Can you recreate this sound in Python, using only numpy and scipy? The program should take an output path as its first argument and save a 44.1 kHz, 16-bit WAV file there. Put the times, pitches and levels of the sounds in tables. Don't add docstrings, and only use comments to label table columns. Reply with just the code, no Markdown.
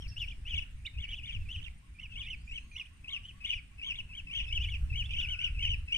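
import sys
import numpy as np
from scipy import signal
from scipy.io import wavfile
from scipy.ndimage import uniform_filter1d

SR = 44100
rng = np.random.default_rng(int(sys.argv[2]) if len(sys.argv) > 2 else 0)


def attenuation_scalar(level_db):
    decades = np.asarray(level_db, float) / 20
    return 10 ** decades


def file_out(sig):
    cols = np.atleast_2d(sig).T
    lim = np.clip(cols, -1, 1)
    pcm = np.round(lim * 32767).astype(np.int16)
    wavfile.write(sys.argv[1], SR, pcm)


N = 263277

OVERTONES = [2.5, -23.5, -37.5, -51.5]


def evened(x):
    return x / np.sqrt(np.mean(x ** 2) + 1e-20)


def add(mix, s, sound):
    part = mix[round(s * SR):][:len(sound)]
    part += sound[:len(part)]


def drift(count, smooth):
    x = rng.standard_normal(count)
    for _ in range(4):
        x = uniform_filter1d(x, int(smooth))
    return evened(x)


def excerpt(wander, start, count):
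    return np.resize(wander[round(start):], count)


def noise(spectrum, same_hz, patchy_db):
    hz = np.fft.rfftfreq(1024, 1 / SR)
    a, b, c, d, patches = rng.standard_normal((N // 256 + 5, 513, 5)).T
    patches = uniform_filter1d(patches, 10, 0)
    patches = evened(uniform_filter1d(patches, 10, 1))
    same = 1 / (1 + (hz[:, None] / same_hz) ** 2)
    left = a + 1j * b
    right = same * left + np.sqrt(1 - same ** 2) * (c + 1j * d)
    f, db = np.transpose(spectrum)
    spectrum_db = np.interp(np.log(hz + 1), np.log(f + 1), db)[:, None]
    z = np.array([left, right]) * attenuation_scalar(spectrum_db + patchy_db * patches)
    return evened(signal.istft(z, nperseg=1024, noverlap=768)[1][:, :N])


def tone(hz, partials_db):
    turns = np.cumsum(hz) / SR + rng.random()
    partials = [np.sqrt(2) * attenuation_scalar(db) * np.sin(2 * np.pi * k * turns) for k, db in enumerate(partials_db, 1)]
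    return sum(partials)


def echo(x, t60, gap):
    taps = np.zeros((2, SR // 2))
    at = np.arange(0, SR // 2, 50) + rng.integers(0, 50, (2, SR // 100))
    np.put_along_axis(taps, at, rng.choice([-1., 1.], at.shape), 1)
    t = np.arange(SR // 2) / SR
    taps *= attenuation_scalar(-60 * t / t60) * (t > gap)
    return signal.fftconvolve(x[None], taps / np.linalg.norm(taps[0]), axes=1)[:, :N]


def placed(x, pan_db, lag):
    return attenuation_scalar([[pan_db / 2], [-pan_db / 2]]) * np.array([x, np.roll(x, round(lag))])


def glides(notes, flutter, rasp_db, partials_db):
    lap = .005
    out, shake, grit = np.zeros(N), drift(N, smooth=100), drift(N, smooth=32)
    for s, ms, start_hz, end_hz, db in notes:
        t = np.arange(-lap, ms / 1000 + lap, 1 / SR)
        chance, rasp = excerpt(shake, s * SR, len(t)), excerpt(grit, s * SR, len(t))
        hz = start_hz + (end_hz - start_hz) * t * 1000 / ms + 25 * chance
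        pipe = 1 / (1 + ((hz - 2800) / 700) ** 2)
        height = np.clip((hz - 2950) / 400, 0, 1)
        beat = np.sin(2 * np.pi * (62 * t + rng.random()))
        shape = evened(pipe * (1 + flutter * height * beat) * attenuation_scalar(1.7 * chance[::-1]))
        voice = shape * (1 + attenuation_scalar(rasp_db) * rasp) * tone(hz, partials_db)
        low = flutter * height * np.maximum(-beat, 0) ** 2 * tone(2230 + 60 * chance, [-3])
        fade = signal.windows.tukey(len(t), min(4 * lap / np.ptp(t), 1))
        add(out, max(s - lap, 0), attenuation_scalar(db) * (voice + low) * fade)
    return out


def call_pitch(ms, rise, fall, top_hz, foot_hz, spiky, early):
    hump_hz, end_hz, pipe_hz = 3108, 2180, 2850
    spike = spiky * (top_hz - hump_hz)
    round_top = top_hz - spike
    up = 1 - np.clip(-ms / rise, 0, 1) ** 1.2
    down = 1 - np.clip(ms / fall, 0, 1) ** (1 + .9 * (1 - spiky))
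    rising = foot_hz + (round_top - foot_hz) * up
    falling = end_hz + (round_top - end_hz) * down
    hz = np.where(ms < 0, rising, falling) + spike * np.exp(-abs(ms) / 11.33)
    hz = hz + 150 * np.sin(2.39 * early)
    hz = hz - .55 * (hz - pipe_hz) * np.exp(-((hz - pipe_hz) / 280) ** 2)
    return uniform_filter1d(hz, size=220)


def calls(rows, breaks_ms, foot_hz, spiky, rasp_db):
    lead_ms, flip_ms, edge_ms = 41, 3.8, 11.3
    out, shake, grit = np.zeros(N), drift(N, smooth=100), drift(N, smooth=32)
    lumps, rolled = drift(N, smooth=140), len(breaks_ms) > 0
    for s, rise, fall, top_hz, db in rows:
        ms = np.arange(-rise - lead_ms * rolled, fall, 1000 / SR)
        chance, rasp, lump = (excerpt(v, s * SR / 2, len(ms)) for v in (shake, grit, lumps))
        early = np.clip(-(ms + rise) / lead_ms, 0, 1)
        hz = call_pitch(ms, rise, fall, top_hz, foot_hz, spiky, early) + 25 * chance

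        pipe = (1 + ((hz - 2850) / 580) ** 2) ** -0.85
        swell_db = -8 * np.clip(-ms / rise, 0, 1) ** 2
        lead_db = -4.5 * np.minimum(5 * early, 1)
        shape = attenuation_scalar(1.2 * chance[::-1] + 2.67 * lump + swell_db + lead_db) * pipe

        since_flips = [ms + rise - after for after in breaks_ms]
        broken, low = np.zeros(len(ms)), np.zeros(len(ms))
        for u in since_flips:
            flip = np.exp(-(u / flip_ms) ** 2)
            broken += flip
            low += flip * tone(foot_hz - 145.4 + 40 * chance + 14 * u, [-2.5])
        crest = .9 * (1 - rolled) * np.exp(-((ms + 5) / 3) ** 2)
        falter = (1 - np.clip(1.2 * broken, 0, 1)) * (1 - crest)

        voice = 1.33 * shape * falter * (1 + attenuation_scalar(rasp_db) * rasp) * tone(hz, OVERTONES)
        fade = signal.windows.tukey(len(ms), min(2 * edge_ms / np.ptp(ms), 1))
        add(out, max(s + ms[0] / 1000, 0), attenuation_scalar(db) * (voice + low) * fade)
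    return out


def flock():
    # time of crest in seconds, rise in ms, fall in ms, crest pitch in Hz, level in dB.
    rolls_near = [(2.195, 42, 33.7, 3490, -43.5), (4.167, 40.6, 44, 3400, -46.5),
                  (4.547, 45.4, 46, 3340, -40), (4.981, 48, 55, 3244, -41), (5.306, 44, 53.4, 3220, -41),
                  (5.629, 47, 66, 3200, -40.5)]
    rolls_side = [(1.011, 38, 53.4, 3530, -47.5), (1.263, 35.4, 58.4, 3640, -46.5),
                  (3.107, 31, 79.3, 3860, -43), (3.47, 28, 80.1, 3800, -40.5), (3.968, 42, 50, 3740, -46)]
    rolls_deep = [
        (2.024, 41.7, 51.7, 3216, -52.5),
        (2.305, 50.1, 51.9, 3136, -46.5),
        (2.783, 32.8, 48.1, 3520, -46.5),
    ]
    domes = [(.557, 23.3, 42, 3480, -39), (2.553, 40, 40, 3247, -45), (3.86, 42.4, 74, 3330, -42),
             (4.347, 44, 69, 3300, -41.5), (5.168, 30, 57, 3180, -40), (5.42, 34, 71, 3096, -40.5),
             (5.69, 45, 68, 3153, -41.5), (5.945, 30, 70, 3120, -36.5)]
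    arches_ahead = [
        (.497, 49.3, 60, 3376, -48),
        (1.165, 60, 40, 3480, -49.5),
        (1.53, 48.5, 42, 3320, -46.5),
    ]
    peaks_ahead = [(.196, 38, 61.6, 3495, -45.5), (3.532, 26, 69.7, 3444, -47),
                   (4.638, 44.3, 28, 3490, -43), (4.699, 44.5, 64.3, 3464, -47.5),
                   (5.209, 45.1, 60, 3625, -41.5)]
    arches_left = [(.022, 14, 55, 3280, -58), (.298, 30, 13, 3400, -50), (.598, 28.4, 48, 3477, -52.5),
                   (1.325, 40, 55, 3435, -50.5), (2.15, 65, 25, 3510, -59.5),
                   (4.387, 45, 50.6, 3570, -45.5), (5.44, 35, 71, 3520, -53)]
    arches_right = [(1.108, 32.3, 47.9, 3334, -49), (1.571, 33.56, 38.2, 3256, -50.5),
                    (2.25, 45.6, 35.19, 3680, -50), (3.278, 55.3, 42.4, 3270, -56.5)]
    arches_behind = [(1.64, 30, 52.2, 3500, -53.5), (4.437, 38, 29, 3450, -52), (4.742, 13, 36, 3350, -51),
                     (5.128, 41, 29.8, 3500, -49.5)]
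    # start in seconds, length in ms, start pitch in Hz, end pitch in Hz, level in dB.
    chips = [(.117, 17, 2750, 2660, -60.5), (.305, 12.2, 2560, 3340, -49.5), (.318, 16.5, 2450, 2280, -54),
             (.851, 15.3, 2520, 3140, -46), (.865, 2.5, 3590, 3730, -41), (.866, 17.4, 2390, 2090, -47),
             (1.4, 37, 2750, 2610, -61.5), (1.455, 29, 2540, 2280, -62), (2.472, 30, 2370, 2550, -56),
             (2.854, 14.3, 2560, 3470, -61), (2.868, 6.3, 2500, 2420, -62),
             (4.625, 32.7, 2480, 2384, -48.5), (4.687, 7.6, 2195, 2300, -44), (4.478, 18, 3250, 3770, -59),
             (5.95, 13, 2340, 2460, -42), (5.42, 16, 2416, 2500, -44.5), (.004, 8.5, 3130, 3150, -58),
             (5.036, 32, 2820, 3650, -49.5), (5.055, 22, 2700, 2670, -57), (5.105, 35, 2340, 2430, -54)]
    squabble = [(3.44, 150, 2896, 2863, -57.5), (.215, 22, 2300, 2240, -66), (.47, 41, 2400, 2330, -60.5),
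                (1.03, 110, 2260, 2320, -59.5), (1.253, 89, 2400, 2296, -59.5),
                (2.23, 35, 2390, 2500, -56.5), (3.458, 53, 2400, 2390, -59), (3.5, 46, 2250, 2400, -65),
                (3.51, 32, 3500, 3300, -58), (3.88, 30, 2350, 2260, -60), (4.33, 77, 2180, 2133, -63),
                (5.627, 29.4, 2530, 2466, -46)]
    perch_pans = [
        3.5,
        3.5,
        -3.5,
        3.5,
        2.5,
        8,
        1,
        -8.5,
        -5,
    ]
    perch_lags = [4, 5, -1, 6, 1, 6, -2, 6, 1]

    ahead = calls(arches_ahead, (), 2400, 0.296, -13.5) + calls(peaks_ahead, (), 2420, .85, -15)
    odd = glides(chips, 0.67, -17.5, OVERTONES) + glides(squabble, 0.71, -3.0, OVERTONES)
    voices = [calls(rolls_near, (20, 39), 2440, 0.26, -16.5),
              calls(rolls_side, (26, 44), 2370, 0.58, -11.5),
              calls(rolls_deep, (27, 43), 2270, 0.93, -13),
              calls(domes, (24, 41), 2420, 0.049, -11.5),
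              ahead,
              calls(arches_left, (), 2420, .6, -8),
              calls(arches_right, (), 2700, 0.27, -10.5),
              calls(arches_behind, (), 2450, .9, -4),
              odd]
    direct = sum(placed(*perch) for perch in zip(voices, perch_pans, perch_lags))
    hiss = attenuation_scalar(-34) * uniform_filter1d(abs(direct), 300) * rng.standard_normal((2, N))
    twigs = attenuation_scalar(-11) * echo(sum(voices), .1, .002)
    ground = attenuation_scalar(-16) * echo(sum(voices), .35, .02)
    return direct + hiss + twigs + ground


def wind():
    # time in seconds, rumble level in dB.
    gusts = [(0, -38.5), (.45, -45.5), (.6, -35.5), (.75, -48), (1.2, -46), (1.4, -38), (1.65, -37),
             (1.8, -57), (2.3, -46.5), (2.9, -54), (3.3, -46), (3.7, -50.5), (4.3, -46), (4.65, -31.5),
             (5.25, -33.5), (5.4, -41.5), (5.65, -33.5), (5.97, -43)]
    # frequency in Hz, level in dB.
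    rumble_spectrum = [(10, -16), (40, 3.5), (75, -2.5), (137, -23), (217, -40), (600, -69.5)]
    air_spectrum = [(60, -10), (200, -19.5), (450, -41.5), (1100, -40.5), (2000, -32.5), (2800, -33),
                    (3500, -40.5), (4200, -44), (6500, -47), (9200, -42), (10000, -54), (15600, -57)]
    s, db = np.transpose(gusts)
    gust_db = np.interp(np.arange(N) / SR, s, db)
    rumble = attenuation_scalar(gust_db + 2.0 * drift(N, smooth=2100)) * noise(rumble_spectrum, 250, patchy_db=2.5)
    airy_floor = attenuation_scalar(-55 + 0.24 * (gust_db + 43)) * noise(air_spectrum, 340, patchy_db=2.0)
    return rumble + airy_floor


def insects():
    # pitch in Hz, chirps per second, level in dB.
    singers = [
        (8680, 27, -84),
        (9080, 13, -86),
    ]
    t, out = np.arange(N) / SR, 0
    for hz, rate, db in singers:
        stroke = np.sin(2 * np.pi * (rate * t + 0.05 * drift(N, smooth=4800)))
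        chirps = np.maximum(stroke, 0) ** 0.5
        swell = attenuation_scalar(db + 3.1 * drift(N, smooth=1300))
        out = out + swell * chirps * tone(hz + 40 * drift(N, smooth=1500), [0])
    return placed(out, -19.0, 9.9)


def piping():
    # start in seconds, length in ms, start pitch in Hz, end pitch in Hz, level in dB.
    pipes = [(0, 25, 5480, 5510, -63), (.08, 10, 4500, 5650, -54), (.086, 23, 5520, 5350, -56.5),
             (.212, 6.4, 4550, 5740, -59), (.217, 7.8, 5500, 5380, -55), (.25, 31, 5400, 5550, -78),
             (2.46, 20, 6850, 7200, -74), (2.51, 16, 7450, 7800, -67.5), (4.47, 29, 5260, 5200, -64)]
    return glides(pipes, 0, -13.5, [0])


def rustles():
    # start in seconds, decay by 60 dB in ms, level in dB.
    puffs = [
        (.082, 120, -80),
        (0.214, 250, -73),
        (2.89, 12, -77),
    ]
    out, ms = np.zeros(N), np.arange(4000) / SR * 1000
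    for s, t60_ms, db in puffs:
        bright = np.diff(rng.standard_normal(4001))
        add(out, s, attenuation_scalar(db - 60 * ms / t60_ms) * bright)
    return placed(out, -19.0, 3)


def dove():
    # start in seconds, length in ms, level in dB.
    coos = [(1.63, 45, -87), (1.816, 45, -74), (2.029, 25, -75), (2.169, 66, -72), (2.631, 49, -76),
            (2.767, 45, -72), (2.898, 64, -78), (3.076, 104, -67.5), (3.319, 90, -72), (3.701, 53, -77.5),
            (3.851, 45, -68), (3.977, 23, -70.5), (4.089, 30, -75), (4.269, 91, -77)]
    out = np.zeros(N)
    for s, ms, db in coos:
        t = np.arange(0, ms / 1000, 1 / SR)
        hz = 1150 * (1 - 0.267 * np.exp(-t / 0.0139))
        add(out, s, attenuation_scalar(db) * tone(hz, [0]) * signal.windows.tukey(len(t), .6))
    return out


def arch():
    # time in seconds, pitch in Hz, level in dB.
    bends = [(2.362, 1380, -71), (2.44, 1730, -82), (2.55, 2006, -77), (2.659, 2180, -80.5),
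             (2.718, 2172, -78), (2.782, 1810, -70)]
    whistle_partials = [-22, -2, 0, -25, -10]
    s, hz, db = np.transpose(bends)
    t, out = np.arange(s[0], s[-1], 1 / SR), np.zeros(N)
    loudness = attenuation_scalar(np.interp(t, s, db) + 4.0 * drift(len(t), smooth=580))
    add(out, s[0], loudness * tone(np.interp(t, s, hz), whistle_partials))
    return out


def crow():
    count, out = round(.36 * SR), np.zeros(N)
    rasp = tone(1500 + 70 * drift(count, smooth=89), [0]) * attenuation_scalar(2.8 * drift(count, smooth=110))
    add(out, 5.16, attenuation_scalar(-66.5) * rasp * signal.windows.tukey(count, .3))
    return out


def scene():
    far = piping() + dove() + arch() + crow()
    distant = placed(far, -3.3, 7.16) + attenuation_scalar(-1) * echo(far, 0.44, .01)
    return flock() + distant + insects() + rustles() + wind()


def roll_off(x):
    return signal.sosfilt(signal.butter(12, 15650, fs=SR, output="sos"), x)


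def record(dry):
    edge = signal.firwin(511, 15600, window=("kaiser", 9), fs=SR)
    mix = signal.oaconvolve(dry, edge[None], "same")
    return roll_off(mix)


dry = scene()
out = record(dry)
file_out(out)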